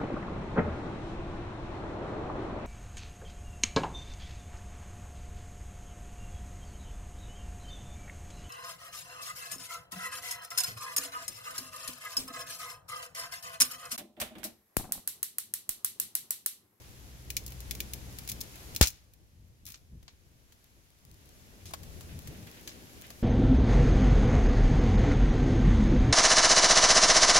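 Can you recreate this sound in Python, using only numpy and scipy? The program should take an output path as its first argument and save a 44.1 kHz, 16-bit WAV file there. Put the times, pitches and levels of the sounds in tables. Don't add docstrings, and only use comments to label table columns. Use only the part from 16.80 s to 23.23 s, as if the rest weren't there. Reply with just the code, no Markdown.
import sys
import numpy as np
from scipy import signal
from scipy.fft import rfft, irfft
from scipy.io import wavfile
from scipy.ndimage import uniform_filter1d

SR = 44100
rng = np.random.default_rng(int(sys.argv[2]) if len(sys.argv) > 2 else 0)


def file_out(sig):
    cols = np.atleast_2d(sig).T
    lim = np.clip(cols, -1, 1)
    pcm = np.round(lim * 32767).astype(np.int16)
    wavfile.write(sys.argv[1], SR, pcm)


N = 283386
TIME = np.arange(N) / SR
RING_S = 0.12
BREAK_S = 2.0116
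FAINT_START_S = 0.65

# [t/s, relative energy level/dB, relative low-part level/dB]
CRACKS = [(0.503, -4.5, 0.5), (0.5673, 4, -3.5), (0.6639, -12, -18), (0.679, -17.5, -6), (0.721, -20, 4.5),
          (0.8045, -16.5, -16), (0.91, -2, -1), (0.9509, -13.5, 0), (1.0037, -2, 1.5), (1.135, -5.5, -3.5),
          (1.3864, -11.5, 0), (1.476, -12.5, -2), (1.4895, -8, -5), (1.4973, -5.5, -9),
          (1.5172, -5.5, -7.5), (1.6061, -12.5, -18), (1.6117, -4.5, -20), (1.949, -15, -1),
          (1.9625, -1, -4.5), (2.0115, 12.5, -0.5), (2.0256, 10.5, -7.5), (2.06, -7, -1.5),
          (2.0719, 3, -17), (2.0805, -3, -15), (2.103, -19, -5), (2.3364, -33.5, 0), (2.8542, -22.5, -11),
          (2.8653, -16.5, -5), (2.8723, -30, -10), (2.8867, -24, -5), (2.9029, -22, -4), (2.9207, -21, -6)]
# [t/s, starting level/dB, t60/s, low edge f/Hz, top edge f/Hz]
TEARS = [(1.491, -35.5, 0.1, 3000, 15000), (2.013, -17.5, 0.11, 1200, 10700),
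         (2.028, -24, 0.15, 1500, 9100), (2.077, -47, 0.12, 3000, 12000), (2.125, -55.5, 0.33, 1500, 7000),
         (2.867, -49, .15, 9900, 17900), (2.872, -49, 0.37, 1100, 14100), (2.941, -43.5, 0.082, 1500, 7700),
         (3.29, -60, 0.21, 1300, 6000), (4.86, -47.5, 0.32, 2500, 11100), (5.885, -50, 0.26, 2500, 9000)]
# [t/s, relative energy level/dB, relative low-part level/dB, relative top-part level/dB]
KNOCKS = [(3.2284, -33.5, -10, -4), (3.28, -18, -9, -28), (3.7227, -29, -9, -5.5), (4.856, -20.5, -15, -6),
          (4.908, -29.5, 13.5, -1), (4.9364, -9.5, 6, -4.5), (5.0324, -22.5, -5, -4.5),
          (5.2082, -22, -2, -2), (5.4738, -20, -8, 0), (5.8754, -11, -20, -7), (5.892, -17, -15, -15),
          (6.3035, -17.5, 0, -4)]
# [t/s, relative energy level/dB]
EMBERS = [(3.843, -33), (4.1042, -37), (4.251, -29), (4.3142, -30), (4.3435, -32.5), (4.458, -34),
          (4.4917, -31), (5.391, -19.5), (5.6726, -26), (5.7143, -24), (6.214, -24), (6.2207, -22.5),
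          (6.268, -25)]
# [f/Hz, bandwidth/Hz, level/dB]
STICK_MODES = [(2370, 210, -4), (3570, 100, -2.5), (4185, 290, -3.5), (5230, 370, -1), (5880, 120, -2),
               (6410, 350, -3), (12500, 1300, -9.5)]
# [f/Hz, bandwidth/Hz, level/dB]
PIECE_MODES = [(680, 105, 4.5), (1120, 110, 1.5), (1716, 120, 0), (3170, 220, -2), (4160, 130, -3.5),
               (4770, 100, 1), (6380, 290, 3)]
# [middle t/s, length/s, level/dB, centre f/Hz]
PUFFS = [(1.005, .12, -51.5, 220), (1.53, .12, -44, 60), (2.63, .3, -55, 79.6), (2.87, .2, -56.5, 80.4),
         (3.15, .18, -46.5, 69), (4.31, .18, -54.5, 69.9), (4.87, .12, -48.5, 90.5), (5.35, .14, -43, 100),
         (5.49, .1, -42.5, 75), (5.62, 0.21, -48, 146)]
# [centre t/s, rise spread/s, fall spread/s, f/Hz, level over low background/dB]
DRONES = [(.85, 0.78, .6, 62.45, 11), (5.3, .4, 0.27, 81, 5.5)]
# [t/s, treble level/dB, low-band level/dB, bass level/dB]
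BACKGROUND = [(0.0, -61, -63.5, -58.5), (0.48, -61.5, -61, -54), (0.86, -58, -58.5, -50.5),
              (1.13, -57.5, -57.5, -54), (1.7, -57, -60, -56), (1.95, -56, -57, -52), (2.11, -66, -72, -61),
              (2.29, -74.5, -76.5, -67.5), (3.15, -75, -74.5, -64), (3.83, -70.5, -73, -69),
              (4.15, -71.5, -75.5, -69.5), (4.54, -65, -65, -61.5), (4.85, -64, -61.5, -61),
              (5.08, -60.5, -58.5, -52), (5.32, -60, -57, -52), (5.89, -60, -58, -62),
              (6.43, -60, -59, -57.5)]
# [f/Hz, level per Hz/dB]
RUMBLE = [(20, -10.5), (35, -8), (55, 2), (80, 0), (125, -4.5), (170, -12), (260, -28.5), (500, -60)]
FLUTTER = [(80, -31.5), (170, -2.5), (250, -2.5), (400, -6.5), (600, -13), (900, -21), (2000, -38)]
HISS = [(200, -13.5), (600, -0.5), (1200, -1), (1700, -1), (2500, -1.5), (4000, -2.5), (6400, -1.5),
        (9000, -5.5), (11500, -3), (16000, -13)]
# [f/Hz, coefficient]
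SIDE_CORRELATION = [(60, 0.59), (300, 0.59), (640, 0.53), (1300, -0.45), (2600, .05), (6000, -.05),
                    (15000, 0.14)]


def cracks(top_per_weaker_db=0.2226, woody_db=1, lowest_hz=2000, linger_db=-11, faint_db=-25,
           faint_spread_db=2.5):
    out = np.zeros((2, N))
    faint = []
    for when, size in rng.random(size=(5, 2)):
        s = FAINT_START_S + when * (BREAK_S - FAINT_START_S)
        faint.append((s, faint_db + faint_spread_db * (2 * size - 1), 0))
    for s, db, low_db in list(CRACKS) + faint:
        top_db = -top_per_weaker_db * db
        linger = from_db(linger_db) * dying_noise(t60=0.14, length_s=RING_S)
        ring = impulse(spike_db=-3, t60=0.032) + linger
        crack = coloured(ring, 3600, low_db + woody_db, 8000, top_db)
        add(out, s, from_db(db) * panned(crack, pan_db=2))
    rung = wood(out, STICK_MODES, broad_db=-3)
    bright = cut(rung, lowest_hz, "high", order=6)
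    faint_body = from_db(-24.5) * cut(rung, [300, 1800], "band")
    return bright + faint_body


def thump(swing_hz=60, swell_s=0.0075, swing_db=-12, jolt_db=-5, jolt_s=0.00081, pull_db=-22,
          pull_s=0.009, knock_db=11, clack_db=11, right_lag_s=0.0002):
    out = np.zeros((2, N))
    t = TIME[:SR // 4]
    swell = t / swell_s * np.exp(1 - t / swell_s)
    swing = from_db(swing_db) * swell * np.sin(2 * np.pi * swing_hz * t)
    since = t - np.array([[0], [right_lag_s]])
    step = from_db(jolt_db) * (since >= 0) * np.exp(-since / jolt_s)
    jolt = cut(step, 1800, "low", order=1)
    pull = from_db(pull_db) * np.exp(-t / pull_s)
    add(out, BREAK_S, swing - pull - panned(jolt, pan_db=6))
    knock = cut(dying_noise(t60=0.15, length_s=0.24), 160, "high")
    knock = cut(knock, 380, "low", order=1)
    add(out, BREAK_S, from_db(knock_db) * panned(knock, pan_db=4))
    clack = cut(dying_noise(t60=0.07, length_s=RING_S), [1200, 2000], "band")
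    add(out, BREAK_S, from_db(clack_db) * clack)
    return out


def tears(per_s=2500, spread_db=3.5, slip_s=0.0004):
    out = np.zeros((2, N))
    t = TIME[:SR // 4]
    for s, db, t60, low_hz, top_hz in TEARS:
        slips = grains(len(t), per_s, spread_db, slip_s)
        rung = wood(slips, STICK_MODES, broad_db=2)
        edged = cut(cut(rung, low_hz, "high"), top_hz, "low", order=4)
        decay = from_db(db - 60 * t / t60)
        add(out, s, decay * panned(rms_one(edged), pan_db=1.5))
    return out


def knocks(gain_db=-1, bright_db=3, lowest_hz=330):
    out = np.zeros((2, N))
    for s, db, low_db, top_db in KNOCKS:
        contact = impulse(spike_db=-7.5, t60=0.05)
        knock = coloured(contact, 1540, low_db, 6900, top_db + bright_db)
        add(out, s, from_db(db + gain_db) * panned(knock, pan_db=3))
    return cut(wood(out, PIECE_MODES, broad_db=1.5), lowest_hz, "high")


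def embers(gain_db=1, faint_per_s=24, faint_db=-7, lowest_hz=5500):
    out = np.zeros((2, N))
    for s, db in EMBERS:
        add(out, s, from_db(db + gain_db) * impulse(spike_db=-2, t60=0.0082))
    treble_db, _, _ = background()
    faint = rms_one(grains(N, faint_per_s, spread_db=3, grain_s=0.0006))
    out += from_db(treble_db + faint_db) * faint
    bright = cut(cut(out, lowest_hz, "high", order=1), 1500, "high")
    return panned(bright, pan_db=3)


def rustle(per_s=35, spread_db=4, grain_s=0.016, held_db=-12, laid_db=-2, start_s=4.07, rise_s=1.7):
    treble_db, _, _ = background()
    db = treble_db + np.interp(TIME, [start_s, start_s + rise_s], [held_db, laid_db])
    soft = cut(grains(N, per_s, spread_db, grain_s), [1500, 3400], "band")
    return from_db(db) * rms_one(soft)


def bank(x, echo_db=-22, t60=0.24, dull_hz=7000):
    tail = cut(dying_noise(t60, length_s=0.5), dull_hz, "low", order=1)
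    return x + from_db(echo_db) * signal.fftconvolve(x, tail, axes=1)[:, :N]


def puffs(width_share=0.63, top_hz=200):
    out = np.zeros((2, N))
    for s, length_s, db, hz in PUFFS:
        swell = np.hanning(int(length_s * SR))
        air = resonance(rng.standard_normal(SR), hz, width_share * hz)
        air = cut(air, top_hz, "low")[None, -len(swell):]
        add(out, s - length_s / 2, from_db(db) * swell * evened(air, window_s=0.0414))
    return out


def engine(second_db=-6, third_db=-17, unsteady=0.012):
    _, low_db, _ = background()
    out = np.zeros(N)
    for s, rise_s, fall_s, hz, db in DRONES:
        spread_s = np.where(TIME < s, rise_s, fall_s)
        swell = np.exp(-((TIME - s) / spread_s) ** 2 / 2)
        phase = 2 * np.pi * np.cumsum(hz * (1 + unsteady * wander(hz=13))) / SR
        tone = np.sin(phase)
        tone += from_db(second_db) * np.sin(2 * phase)
        tone += from_db(third_db) * np.sin(3 * phase)
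        out += from_db(low_db + db) * swell * rms_one(tone)
    return out


def outdoors(rumble_gain_db=3, rumble_floor_db=-68, flutter_gain_db=2, flutter_floor_db=-77,
             hiss_gain_db=4.5, lumpy_db=1.5):
    treble_db, low_db, bass_db = background()
    lumps = from_db(lumpy_db * wander(hz=7.4))
    rumble_level = np.hypot(from_db(bass_db + rumble_gain_db), from_db(rumble_floor_db))
    rumble = rumble_level * evened(air_noise(RUMBLE), window_s=0.091)
    flutter_level = np.hypot(from_db(low_db + flutter_gain_db), from_db(flutter_floor_db))
    flutter = flutter_level * evened(air_noise(FLUTTER), window_s=0.08)
    hiss = from_db(treble_db + hiss_gain_db) * air_noise(HISS)
    low_air = lumps * (rumble + flutter) + puffs() + engine()
    return panned(low_air, pan_db=2.5) + panned(hiss, pan_db=0.63)


def background():
    s, *columns = np.transpose(BACKGROUND)
    return [np.interp(TIME, s, column) for column in columns]


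def air_noise(spectrum):
    hz = np.arange(N // 2 + 1) * SR / N
    alike = np.clip(at_hz(SIDE_CORRELATION, hz), -1, 1)
    mid, side = rfft(rng.standard_normal((2, N)))
    both = np.sqrt(1 + alike) * mid + np.sqrt(1 - alike) * side * [[1], [-1]]
    return rms_one(irfft(both * from_db(at_hz(spectrum, hz)), N))


def evened(x, window_s):
    power = uniform_filter1d(np.mean(x ** 2, axis=0), max(2, int(window_s * SR)))
    return x / np.sqrt(power + 1e-9)


def wander(hz):
    return rms_one(cut(rng.standard_normal(N), hz, "low"))


def grains(size, per_s, spread_db, grain_s):
    strength = from_db(spread_db * np.minimum(rng.exponential(1, size), 3))
    slips = strength * (rng.random(size) < per_s / SR)
    power = signal.lfilter([1], [1, -np.exp(-1 / (grain_s * SR))], slips ** 2 + 1e-12)
    return np.sqrt(power) * rng.standard_normal((2, size))


def dying_noise(t60, length_s):
    t = TIME[:int(length_s * SR)]
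    x = rng.standard_normal((2, len(t))) * from_db(-60 * t / t60)
    return x / np.sqrt(np.sum(x ** 2, axis=1, keepdims=True))


def impulse(spike_db, t60):
    x = dying_noise(t60, RING_S)
    x[0, 2] += from_db(spike_db)
    x[1, rng.integers(6, 24)] -= from_db(spike_db - 3)
    return x / np.sqrt(1 + from_db(spike_db) ** 2)


def wood(x, modes, broad_db):
    out = from_db(broad_db) * x
    for hz, width_hz, db in modes:
        out = out + from_db(db) * resonance(x, hz, width_hz)
    return out


def coloured(x, low_hz, low_db, top_hz, top_db):
    def crossover(v, hz, kind):
        return cut(cut(v, hz, kind), hz, kind)
    low = crossover(x, low_hz, "low")
    upper = crossover(x, low_hz, "high")
    middle = crossover(upper, top_hz, "low")
    top = crossover(upper, top_hz, "high")
    return from_db(low_db) * low + middle + from_db(top_db) * top


def resonance(x, hz, width_hz):
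    r = np.exp(-np.pi * width_hz / SR)
    zeros = np.array([1, 0, -1]) * (1 - r * r) / 2
    poles = [1, -2 * r * np.cos(2 * np.pi * hz / SR), r * r]
    return signal.lfilter(zeros, poles, x + 1e-18)


def cut(x, hz, kind, order=2):
    sos = signal.butter(order, np.minimum(hz, 0.45 * SR), kind, fs=SR, output="sos")
    return signal.sosfilt(sos, x + 1e-18)


def panned(x, pan_db):
    return x * from_db(np.array([[pan_db], [-pan_db]]) / 2)


def add(track, s, sound):
    i = max(0, round(s * SR))
    track[:, i:i + sound.shape[1]] += sound[:, :N - i]


def from_db(db):
    return 10 ** (np.asarray(db) / 20)


def rms_one(x):
    return x / np.sqrt(np.mean(x ** 2) + 1e-20)


def at_hz(points, hz):
    table = np.array(points)
    return np.interp(np.log(hz + 1), np.log(table[:, 0]), table[:, 1])


def scene():
    reflected = bank(cracks() + tears() + knocks() + embers())
    return reflected + thump() + rustle() + outdoors()


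def record(dry, notch_hz=8500, notch_width_hz=1700, notch_depth=0.36, cutoff_hz=15780):
    heard = dry - notch_depth * resonance(dry, notch_hz, notch_width_hz)
    top_cut = signal.ellip(12, 0.1, 105, cutoff_hz, fs=SR, output="sos")
    return signal.sosfilt(top_cut, np.clip(heard, -1, 1))


dry = scene()
out = record(dry)
file_out(out)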